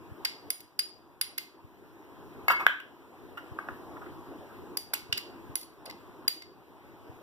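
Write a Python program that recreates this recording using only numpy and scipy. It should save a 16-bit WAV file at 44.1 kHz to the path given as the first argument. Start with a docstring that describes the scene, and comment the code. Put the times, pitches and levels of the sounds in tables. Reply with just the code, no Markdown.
"""In a kitchen, a steel spoon scrapes chopped vegetables out of two small hand-held glass bowls. Each clink is
a skidding crack over dying rim and spoon modes; an empty bowl set down on the wooden table and nudged gives
thuds, clicks and rattles; soft low bumps come through the table. The room hums softly, as shaped random spectra
with drifting patches. The two channels carry one sound, one of them inverted and a little late."""
import sys
import numpy as np
from scipy import signal
from scipy.fft import rfft, irfft, next_fast_len
from scipy.io import wavfile
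from scipy.ndimage import uniform_filter1d

SR = 44100
rng = np.random.default_rng(int(sys.argv[2]) if len(sys.argv) > 2 else 0)


def log_audio(samples):
    """Write samples as a 16-bit WAV file to the path given in sys.argv[1]."""
    # one column per channel
    frames = np.atleast_2d(samples).T
    # limit to full scale, then quantise
    limited = np.clip(frames, -1, 1)
    pcm = np.round(limited * 32767).astype(np.int16)
    wavfile.write(sys.argv[1], SR, pcm)


N = 318402  # samples


def amp(db):
    """Amplitude factor of a level in dB."""
    return 10 ** (np.asarray(db) / 20)


def evened(x):
    """The signal at an RMS of 1."""
    return x / np.sqrt(np.mean(x ** 2) + 1e-20)


def read(points, hz):
    """Reads a curve of (Hz, value) points, straight over log frequency."""
    point_hz, value = np.transpose(points)
    return np.interp(np.log(hz + 1), np.log(point_hz + 1), value)


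def add(mix, start_s, sound):
    """Lays a sound into the mix, cut off at the end."""
    part = mix[..., round(start_s * SR):][..., :sound.shape[-1]]
    part += sound[..., :part.shape[-1]]


def ring(modes, db=0, pitch=1, lasting=1):
    """A struck solid: the sum of its modes, each a dying sine."""
    hz, level_db, t60_s = np.transpose(modes)[:, :, None]
    t = np.arange(SR // 3) / SR
    envelope = amp(level_db + db - 60 * t / abs(t60_s * lasting))
    return (envelope * np.sin(2 * np.pi * hz * pitch * t)).sum(0)


def swing_in(body, rise_s):
    """The modes take a moment to swing."""
    return body * (1 - np.exp(-np.arange(len(body)) / SR / rise_s))


def crack(colour):
    """Minimum-phase impulse: the given colour, starting as promptly as a causal sound can."""
    log_gain = np.log(amp(read(colour, abs(np.fft.fftfreq(1024, 1 / SR)))))
    phase = -signal.hilbert(log_gain).imag
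    return np.fft.ifft(np.exp(log_gain + 1j * phase)).real[:512]


def kitchen(x):
    """Room echo: sparse taps of random sign, each band dying at its own speed; other taps per channel."""
    # kitchen decay: hz, t60_s
    decay = [(300, 0.1), (1500, 0.37), (3000, 0.39), (6000, 0.38), (12000, 0.23)]
    taps = np.zeros((2, SR // 2))
    at = np.arange(300, SR // 2 - 20, 20)
    at = at + rng.integers(0, 20, (2, len(at)))
    np.put_along_axis(taps, at, rng.choice([-1., 1.], at.shape), 1)
    hz, t, spectra = signal.stft(taps, SR, nperseg=256)
    dying = amp(-60 * t / abs(read(decay, hz))[:, None])
    tail = signal.istft(spectra * dying, SR, nperseg=256)[1]
    return signal.fftconvolve(x[None], tail / np.linalg.norm(tail[0]), axes=1)


def place(mix, start_s, blow, room_db):
    """Puts a blow, equal in both channels, and its kitchen echo into the mix."""
    add(mix, start_s, np.array([blow, blow]))
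    add(mix, start_s, amp(room_db) * kitchen(blow))


def skid(length_s):
    """A brief skid of even colour: every band arrives at a random moment of its own."""
    late = length_s * SR * (.15 + rng.exponential(1 / 5, 65))  # samples, for 65 bands
    # the running sum of the delays over frequency is the phase
    phase = np.cumsum(np.interp(np.arange(1025), np.arange(65) * 16, late)) * np.pi / 1024
    return irfft(np.exp(-1j * phase))[:1024]


def clinks():
    """Spoon on glass: where it lands decides which rim modes sound; the chatter spreads the crack."""
    # spoon blows: start_s, dull_crack_db, bright_crack_db, lowest_rim_mode_db, middle_rim_mode_db,
    # upper_rim_modes_db, spoon_ring_db, chatter_s, ring_length_factor,
    # middle_mode_hz (under the fingers)
    blows = [(.249, 1.5, -10, -19, -17.5, -30.5, -29, 0.01, 0.25, 4790),
             (.503, -10, -5.5, -28.5, -25.5, -22, -19, 0.0065, 0.34, 4910),
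             (0.602, -26, -23.5, -56, -62, -65, -59, 0.016, 0.41, 4815),
             (.791, -2, -10.5, -36.5, -19, -24.5, -27, 0.0085, 0.58, 4847),
             (1.212, 0, -13, -28.5, -27, -26, -16, 0.0069, 0.51, 4810),
             (1.378, -5.5, -7, -34.5, -39.5, -51, -38, 0.015, 0.9, 4730),
             (4.771, -13.5, -5, -27, -18.5, -23, -25.5, 0.0081, 0.17, 4770),
             (4.935, -2.5, -1.5, -22, -27.5, -32, -25.5, 0.017, 0.27, 4840),
             (5.125, 0, -17.5, -53, -27, -29.5, -45, 0.012, 0.23, 4760),
             (5.174, -5.5, -11.5, -35, -30, -35, -50, 0.017, 0.37, 4650),
             (5.555, -10.5, -3.5, -41.5, -42, -37, -15, 0.0036, 0.89, 4604),
             (5.611, -33, -23.5, -53, -46, -55, -53, .008, 0.67, 4520),
             (5.629, -27, -31, -58, -43, -57, -48, .012, 0.58, 4550),
             (5.856, -16, -29, -48, -46.5, -50, -39, 0.018, 0.81, 4530),
             (5.895, -18, -30, -41, -55.5, -65, -60, 0.02, 0.83, 4550),
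             (5.909, -19, -36.5, -47, -56, -55, -68, 0.0083, 0.37, 4600),
             (6.279, -1.5, -1.5, -23, -11, -23, -28, 0.0079, 0.19, 4678),
             (6.418, -20, -35, -48, -55, -68, -67, .018, 1, 4630)]
    # glass bowls damped by the fingers: hz (below 6000 moved with the middle mode), level_db
    # (before the blow's rim mode level), t60_s (before the ring length factor)
    first_bowl = [(2125, 0, .1), (4815, 0, .12), (6760, -12, .06), (9670, 0, .1), (12935, 0, .06),
                  (14350, -8, .04)]
    second_bowl = [(2110, 0, .1), (4680, 0, .12), (6550, -14, .06), (9950, 0, .06), (13280, 0, .05),
                   (14700, -8, .04)]
    # steel spoon: hz, level_db (before the blow's spoon ring level), t60_s
    spoon = [(8800, -16, .012), (10330, 1, .018), (13550, -9, .02), (14150, -8, .015)]
    # colours of the dull and the bright crack: hz, level_db (before the blow's crack level)
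    dull_colour = [(300, -22), (1000, -12.5), (1750, 0), (2100, 3.5), (2800, 2.5), (3500, 0.5), (4800, 8.5),
                   (6000, -6), (9000, -10.5), (16500, -33)]
    bright_colour = [(2000, -13.5), (6000, 1), (8000, -6), (10000, 6), (11800, -5), (13600, 11.5),
                     (15000, -8), (16500, -31.5)]
    swap_s = 4.5  # the second bowl from here on
    ring_room_db, crack_room_db = -10, -10.5
    mix, dull, bright = np.zeros((2, N)), crack(dull_colour), crack(bright_colour)
    for (start_s, dull_db, bright_db, lowest_db, middle_db, upper_db, spoon_db,
         chatter_s, lasting, middle_hz) in blows:
        bowl = first_bowl if start_s < swap_s else second_bowl
        hz = np.transpose(bowl)[0][:, None]
        pitch = np.where(hz < 6000, middle_hz / hz[1], 1)
        weight_db = read([(2100, lowest_db), (4800, middle_db), (9500, upper_db)], hz)
        body = ring(bowl, weight_db, pitch, lasting) + ring(spoon, spoon_db)
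        place(mix, start_s, swing_in(body, .0008), ring_room_db)
        colour = amp(dull_db) * dull + amp(bright_db) * bright
        scrape = evened(skid(chatter_s)) / 32  # energy 1
        place(mix, start_s, np.convolve(scrape, colour), crack_room_db)
    return mix


def contact(length_s, clean):
    """A dying chatter of touches after one clean touch; energy 1."""
    u = np.arange(2048) / SR / max(length_s, .0003)
    burst = rng.standard_normal(2048) * np.exp(-3 * u) * (1 - np.exp(-u / .15))
    burst *= np.sqrt(length_s / .004) / np.linalg.norm(burst)
    burst[0] = clean
    return burst / np.linalg.norm(burst)


def knocks():
    """Bowls on table or each other: the top thuds, the hard foot clicks, the bowl sings on."""
    # dull knocks: start_s, blow_db, main_mode_hz, sharpness_db, rattle_s, bowl_ring_db
    blows = [(2.482, -8.5, 1300, -22.5, 0.004, -8.5), (2.497, -2.5, 1320, -27, 0.041, -20),
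             (2.595, -12.5, 1200, -29.5, 0.054, -37), (2.618, -25, 1160, -50, 0.043, -30),
             (2.666, 1.5, 1570, -31, 0.0011, -53), (2.801, -32, 1490, -19, 0.0048, -25.5),
             (3.371, -22, 1430, -28.5, 0.028, -26), (3.588, -20.5, 1200, -50, 0.0046, -21.5),
             (3.687, -16.5, 1310, -63, 0.0047, -37), (3.965, -28.5, 1320, -50, 0.016, -46),
             (4.015, -28.5, 1260, -51, 0.03, -39), (4.061, -30, 1330, -40, 0.011, -46),
             (4.935, -18.5, 1120, -52, 0.0064, -50), (5.126, -14.5, 2780, -40, 0.0017, -62),
             (5.851, -28, 580, -50, 0.13, -69)]
    # table top: multiple_of_main_mode, level_db, t60_s
    table_top = [(0.641, -11.5, 0.0043), (.82, -6, 0.009), (1, 5, 0.008), (1.26, -8, 0.012), (1.7, 2, .006),
                 (1.95, 5, 0.006)]
    # bowl standing free: hz, level_db (before the bowl ring level), t60_s
    free_bowl = [(2166, -3, .33), (4800, -11, .04), (6780, -24, .05), (10322, -15, .03), (11300, -22, .03),
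                 (12830, -19, .03), (13620, -8, .03)]
    # lingering modes that only sharp knocks wake: hz, level_db (before the sharpness), t60_s
    sharp_ring = [(1648, 8, .06), (13780, -5, .04)]
    # click of the hard foot: hz, level_db (before the sharpness)
    foot_colour = [(500, 10.5), (1500, 3), (2600, 40), (3300, 21.5), (4200, 27.5), (6000, 21), (10000, 15),
                   (13700, 20.5), (16500, -4)]
    touch_s = .0033  # rattles shorter than this are mostly one clean touch
    room_db = -9
    mix, click = np.zeros((2, N)), crack(foot_colour)
    upper = np.transpose(table_top)[0][:, None] > 1.5
    for start_s, blow_db, main_hz, sharp_db, rattle_s, bowl_db in blows:
        # soft blows miss the upper modes
        body = ring(table_top, upper * (sharp_db + 20.5), main_hz)
        body += ring(free_bowl, bowl_db) + ring(sharp_ring, sharp_db)
        body = swing_in(body, .0006)
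        body[:512] += amp(sharp_db) * click
        touches = contact(rattle_s, touch_s / rattle_s)
        place(mix, start_s, amp(blow_db) * signal.fftconvolve(touches, body), room_db)
    # the knocks keep little bass
    return signal.sosfilt(signal.butter(2, 500., "high", fs=SR, output="sos"), mix)


def scatter(sound):
    """Short random echoes differing in each channel: a few milliseconds of dying echoes, upper pitches only."""
    level_db, decay_s, lowest_hz = -4.5, .0015, 1780
    paths = rng.standard_normal((2, 512)) * np.exp(-np.arange(512) / SR / decay_s)
    paths /= np.linalg.norm(paths[0])
    upper = signal.sosfilt(signal.butter(2, lowest_hz, "high", fs=SR, output="sos"), sound)
    return amp(level_db) * signal.oaconvolve(upper, paths, axes=1)[:, :N]


def bumps():
    """Soft bumps through the table: a couple of low cycles under a smooth hump."""
    # bumps: centre_s, level_db
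    soft_bumps = [(0.123, -35), (1.65, -41.5), (3.523, -36.5), (5.1, -39), (5.137, -37.5), (5.501, -37.5),
                  (7.102, -39)]
    bump_hz, bump_s = 96.5, .0067
    mix, t = np.zeros(N), np.arange(-1024, 1024) / SR
    hump = np.sin(2 * np.pi * bump_hz * t) * np.exp(-(t / bump_s) ** 2)
    for centre_s, level_db in soft_bumps:
        add(mix, centre_s - 1024 / SR, amp(level_db) * hump)
    return mix


def hum():
    """Room hum and hiss: random short-time spectra with drifting patches, unrelated in two channels."""
    # colour with humps near 350 Hz and 1 kHz: hz, relative_density_db
    colour = [(20, -45), (60, 3), (120, -5.5), (210, -9.5), (340, 2.5), (520, -9), (800, -8.5),
              (1000, -5.5), (1400, -15.5), (2200, -19.5), (4000, -29), (8000, -38.5), (15300, -31.5),
              (15800, -54)]
    # background level, sinking after loud blows and creeping back: time_s, level_db (before the gain)
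    level_curve = [(0.0, -56.5), (.25, -53), (.28, -60.5), (0.49, -53.5), (.53, -64.5), (1.492, -62.5),
                   (2.471, -52), (2.66, -51.5), (2.7, -61.5), (3.7, -51), (4.75, -52.5), (4.8, -59),
                   (5.53, -52), (5.58, -61), (5.95, -56), (6.261, -55), (6.31, -63), (7.22, -54.5)]
    # above the quiet level the hiss rises by only this share of the hum's rise
    quiet_db, hiss_share = -56, .8  # quiet level before the gain
    gain_db = 6.5
    frames, hz = N // 256 + 5, np.fft.rfftfreq(1024, 1 / SR)
    a, b, c, d, patches = rng.standard_normal((frames, 513, 5)).T
    patches = evened(uniform_filter1d(uniform_filter1d(patches, 10, 0), 10, 1))
    hum_db = np.interp(np.arange(frames) * 256 / SR, *np.transpose(level_curve))
    treble = np.clip(np.log2((hz + 1) / 990.0), 0, 1)[:, None]  # 0 for hum, 1 for hiss
    held_back_db = treble * (1 - hiss_share) * (hum_db - quiet_db)
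    level = amp(hum_db - held_back_db + (2.0 - .3 * treble) * patches)
    shape = amp(read(colour, hz))[:, None]
    spectra = np.array([a + 1j * b, c + 1j * d]) * level * shape / np.linalg.norm(shape)
    return amp(gain_db) * signal.istft(spectra, nperseg=1024, noverlap=768)[1][:, :N]


def comb_channels(sound, lean):
    """The late, inverted channel combs sum (row 0) and difference (row 1) in turn."""
    # turn between the channels below the first comb notch: hz, turn_rad
    low_turn = [(20, 3.54), (130, 2.205), (260, 0.73), (500, 0.64), (1100, 0.26), (1500, 0.59),
                (1800, 2.11)]
    lag = 20  # samples between the channels
    size = next_fast_len(N)
    hz, notch_hz = np.fft.rfftfreq(size, 1 / SR), SR / lag
    below = read([*low_turn, (notch_hz, np.pi)], hz)
    turn = np.where(hz < notch_hz, below, np.pi * (2 * hz / notch_hz - 1))
    total, apart = rfft(sound, size)
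    total, apart = total * np.cos(turn / 2), -1j * apart * np.sin(turn / 2)
    tilt = amp(read(lean, hz) / 2)  # half the lean on each side
    return irfft(np.array([(total + apart) * tilt, (total - apart) / tilt]), size)[:, :N]


def scene():
    """Nearby blows and the background as the two channels carry them."""
    # left over right, for the blows and for the background: hz, lean_db
    blow_lean = [(500, -0.5), (1500, 2), (5000, -1.5), (12000, -4)]
    hum_lean = [(60, 1), (300, 1.5), (2000, 0.5)]
    blows = clinks() + knocks()
    near = comb_channels(blows, blow_lean) + scatter(blows)
    background = bumps() + hum()
    return near + comb_channels(background, hum_lean)


def record(dry):
    """Peaks are clipped at a ceiling; then a steep low-pass sets the band limit."""
    ceiling, edge_hz = .97, 16550
    low_pass = signal.firwin(511, edge_hz, window=("kaiser", 9), fs=SR)
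    return signal.oaconvolve(np.clip(dry, -ceiling, ceiling), low_pass[None], "same")


dry = scene()
out = record(dry)
log_audio(out)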